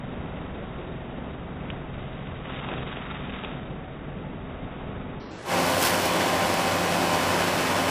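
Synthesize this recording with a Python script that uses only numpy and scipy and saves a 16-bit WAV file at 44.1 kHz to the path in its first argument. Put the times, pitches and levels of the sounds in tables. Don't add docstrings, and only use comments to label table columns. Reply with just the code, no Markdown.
import sys
import numpy as np
from scipy import signal
from scipy.fft import rfft, irfft
from scipy.io import wavfile
from scipy.ndimage import map_coordinates

SR = 44100
rng = np.random.default_rng(int(sys.argv[2]) if len(sys.argv) > 2 else 0)


def dump_mix(stems):
    frames = np.atleast_2d(stems).T
    limited = np.clip(frames, -1, 1)
    pcm = np.round(limited * 32767).astype(np.int16)
    wavfile.write(sys.argv[1], SR, pcm)


N = 348390
REAL_N = 4 * SR


# start t/s, end t/s, chips level/dB, wood level/dB
CUTS = [(0, 1.3, -43, -40), (1.95, 2.5, -37, -44), (2.555, 3.502, -29.5, -41), (2.695, 2.727, -29, -25),
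        (4.55, 5.06, -44, -38.5), (5.64, 6.083, -38.5, -51), (5.829, 5.879, -27.5, -30.5),
        (7.26, 7.2, -46, -42)]
# f/Hz, level/dB
CHIPS_COLOUR = [(1500, -17.5), (3000, -3), (5300, -1), (7000, -3), (10000, -5), (15000, -6)]
# f/Hz, level/dB
WOOD_COLOUR = [(300, -20.5), (900, -4.5), (1550, 0.5), (2100, -2.5), (3000, -4), (4200, -15), (9000, -24.5)]

def cutting(rows_passed, bite_db, uneven_db):
    _, _, chips_db, wood_db = np.transpose(CUTS)
    spray = cut_loudness(chips_db, idle_db=-47.5, rise_s=.032, fall_s=.031)
    tearing = cut_loudness(wood_db, idle_db=-42, rise_s=.01, fall_s=.037)
    contact = (.5 + .5 * np.cos(2 * np.pi * rows_passed)) ** 2
    bites = rms_one(from_db(bite_db * contact + uneven_db * drift(52)))
    chips = coloured(tiny_hits(per_s=14000, spread_db=-1), CHIPS_COLOUR)
    wood = coloured(tiny_hits(per_s=7000, spread_db=3), WOOD_COLOUR)
    return bites * (spray * chips + tearing * wood)


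def cut_loudness(peaks_db, idle_db, rise_s, fall_s):
    now, power = np.arange(REAL_N), from_db(idle_db) ** 2
    for (start, end, *_), db in zip(CUTS, peaks_db):
        before = np.maximum(real_sample(start) - now, 0) / SR
        after = np.maximum(now - real_sample(end), 0) / SR
        swell = np.exp(-np.minimum(before / rise_s + after / fall_s, 20))
        power = power + (from_db(db) * swell) ** 2
    return np.sqrt(power)


# t/s, crack level/dB, knock level/dB
STONE_HITS = [(1.702, -19, -38), (2.59, -23, -31), (2.688, -16.5, -19), (2.716, -20, -23),
              (2.778, -25, -26), (2.826, -26, -27), (2.969, -20.5, -19), (3.295, -20.5, -22),
              (3.437, -25, -21), (3.447, -17.5, -28), (5.821, -24, -21), (5.831, -20, -23),
              (5.856, -24, -20), (6.056, -23, -29), (6.54, -25, -26)]
# f/Hz, level/dB
CRACK_COLOUR = [(2000, -12.5), (5800, 1), (8000, -8.5), (10500, 1), (15000, -1.5)]

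def stones(crack_s, knock_s):
    crack, knock = np.zeros((2, REAL_N))
    for t, crack_db, knock_db in STONE_HITS:
        at = int(real_sample(t))
        age = np.arange(REAL_N - at) / SR
        crack[at:] += from_db(crack_db) * np.exp(-np.minimum(age / crack_s, 20))
        knock[at:] += from_db(knock_db) * np.exp(-np.minimum(age / knock_s, 20))
    return crack * noise(CRACK_COLOUR) + knock * noise(WOOD_COLOUR)


# f/Hz, level/dB
ROAR_COLOUR = [(25, -28), (55, -10), (130, -4), (200, -.5), (330, 0.5), (450, -2.5), (650, -1), (1050, -3),
               (1250, -5), (2200, -7.5), (4000, -15), (5200, -16.5), (7000, -18.5), (15000, -28)]

def roar(firings, level_db, throb, surge_db):
    pulse = 1 + throb * np.cos(2 * np.pi * firings)
    return from_db(level_db + surge_db * drift(16)) * noise(ROAR_COLOUR) * pulse


# multiple of the tooth rate, level/dB, change over a full swing/dB,
# change per real second as the wheel feeds in/dB
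WHEEL_TONES = [(2, -42, 6, 0), (3, -39.5, -7, .9), (6, -39, 7.5, -1.8), (7, -50, 3, 2.8), (8, -41, 0, 0),
               (9, -41, 7.5, 0), (10, -47, -2, 1.3), (11, -41.5, -2, .6), (12, -42, 4, .8), (13, -46, 3, 0),
               (14, -60, 0, 4), (15, -58, -5, 3.3), (17, -51, 1, 1.3)]

def wheel_hum(rows_passed, swing):
    seconds = np.arange(REAL_N) / SR
    multiples = [row[0] for row in WHEEL_TONES]
    levels_db = [db + per_swing * swing + per_s * seconds for _, db, per_swing, per_s in WHEEL_TONES]
    return tones(rows_passed, multiples, levels_db, flutter=.2, flutter_hz=5)


ENGINE_MULTIPLES = [1, 3.77, 4.24, 6, 9, 10]
ENGINE_LEVELS = [-41.5, -42.5, -50, -40, -46, -43]

def engine_drone(firings):
    return tones(firings, ENGINE_MULTIPLES, ENGINE_LEVELS, flutter=.3, flutter_hz=7)


WHINE_MULTIPLES = [27, 31.5, 36]
# level/dB, change per extra firing a second/dB, change over a full swing/dB
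WHINE_LEVELS = [(-42.3, -2.6, -4.5), (-50, 2, 1.5), (-54, 4.5, 2)]

def fan_whine(firings, firing_rate, swing):
    faster = firing_rate - firing_rate.mean()
    levels_db = [db + per_hz * faster + per_swing * swing for db, per_hz, per_swing in WHINE_LEVELS]
    return tones(firings, WHINE_MULTIPLES, levels_db, flutter=.17, flutter_hz=4)


# f/Hz, half width/Hz, level/dB
NOISE_COLOUR_BANDS = [(362, 14, 1), (613, 58, 3), (780, 36, 0.5), (1280, 40, -2), (1580, 130, 1),
                      (2260, 93, 0.5), (2980, 120, 2.5), (3460, 43, 2), (3850, 270, 0), (4420, 130, 2.5),
                      (5300, 380, 2), (6630, 400, -1), (8160, 300, 1.5), (10600, 460, 1.5)]

def colour_noise(x):
    hz = np.arange(REAL_N // 2 + 1) * SR / REAL_N
    boost_db = sum(db / (1 + ((hz - centre) / width) ** 2) for centre, width, db in NOISE_COLOUR_BANDS)
    return irfft(rfft(x) * from_db(boost_db))


# t/s, level/dB
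VOLUME = [(0, -11), (5.161, -11.5), (5.21, -15.5), (5.44, -15.5), (5.49, -6), (5.53, 0.5), (7.9, 0)]

def slow_motion(x):
    fine = signal.resample(cut_treble(x), 4 * REAL_N)
    played = map_coordinates(fine, [4 * SR * real_clock()], order=3, mode="nearest")
    return played * from_db(np.interp(np.arange(N) / SR, *np.transpose(VOLUME)))


# t/s, share of full speed
SPEED_STEPS = [(0, .25), (5.2, .385), (5.308, .52), (5.382, .655), (5.425, .76), (5.458, 1)]

def real_clock():
    starts, speeds = np.transpose(SPEED_STEPS)
    step = np.searchsorted(starts, np.arange(N) / SR, "right") - 1
    return np.cumsum(speeds[step]) / SR


def real_sample(t):
    return np.interp(np.asarray(t) * SR, np.arange(N), real_clock()) * SR


def real_curve(table):
    t, values = np.transpose(table)
    return np.interp(np.arange(REAL_N), real_sample(t), values)


def tones(cycles, multiples, levels_db, flutter, flutter_hz):
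    out = 0
    for multiple, db in zip(multiples, levels_db):
        waver = 1 + flutter * (drift(flutter_hz) + 1j * drift(flutter_hz))
        tone = np.exp(2j * np.pi * (multiple * cycles + rng.random()))
        out = out + from_db(db) * rms_one(np.real(waver * tone))
    return out


def tiny_hits(per_s, spread_db):
    sizes = from_db(spread_db * np.minimum(rng.exponential(1, REAL_N), 4)) * rng.standard_normal(REAL_N)
    return sizes * (rng.random(REAL_N) < per_s / SR)


def drift(rate_hz):
    hz = np.arange(REAL_N // 2 + 1) * SR / REAL_N
    return rms_one(irfft(rfft(rng.standard_normal(REAL_N)) / (1 + (hz / rate_hz) ** 2)))


def noise(colour):
    return coloured(rng.standard_normal(REAL_N), colour)


def coloured(x, colour):
    hz = np.arange(1, REAL_N // 2 + 2) * SR / REAL_N
    points, db = np.transpose(colour)
    gain = from_db(np.interp(np.log(hz), np.log(points), db))
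    return rms_one(irfft(rfft(x) * gain))


def cut_treble(x, cutoff_hz=15280):
    return signal.fftconvolve(x, signal.firwin(801, cutoff_hz, fs=SR), "same")


def from_db(db):
    return 10 ** (np.asarray(db) / 20)


def rms_one(x):
    return x / np.sqrt(np.mean(x ** 2) + 1e-20)


# t/s, f/Hz
TOOTH_RATE = [(0, 86.75), (3.3, 85.4), (4.5, 86.65), (5.1, 86.85), (5.47, 88.8), (5.62, 87.0), (5.9, 86.5),
              (6.22, 87.1), (6.7, 86.2), (7.25, 85.8), (7.9, 86.95)]
# t/s, f/Hz
FIRING_RATE = [(0, 95.15), (1.1, 94.4), (2.5, 94.55), (3.95, 95.85), (4.4, 95.4), (6.15, 95.8), (6.5, 94.9),
               (7.1, 94.35), (7.42, 95.35), (7.55, 94.8), (7.75, 96.1)]
# t/s, swing from 0 to 1
ARM_SWING = [(0, .55), (1.0, .05), (2.5, 0.59), (5.7, 0.7), (7.1, 0.8), (7.5, .2), (7.9, 0)]

def scene():
    tooth_rate, firing_rate, swing = map(real_curve, (TOOTH_RATE, FIRING_RATE, ARM_SWING))
    firings, rows_passed = np.cumsum(firing_rate) / SR, np.cumsum(tooth_rate) / SR
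    rows_passed -= rows_passed[int(real_sample(2.69))]
    work = cutting(rows_passed, bite_db=4, uneven_db=1.1) + stones(crack_s=.0012, knock_s=.0016)
    rush = roar(firings, level_db=-26.5, throb=.1, surge_db=.77)
    drone = wheel_hum(rows_passed, swing) + engine_drone(firings) + fan_whine(firings, firing_rate, swing)
    return np.tile(slow_motion(colour_noise(work + rush) + drone), (2, 1))


def record(dry):
    return np.array([cut_treble(channel) for channel in dry])


dry = scene()
out = record(dry)
dump_mix(out)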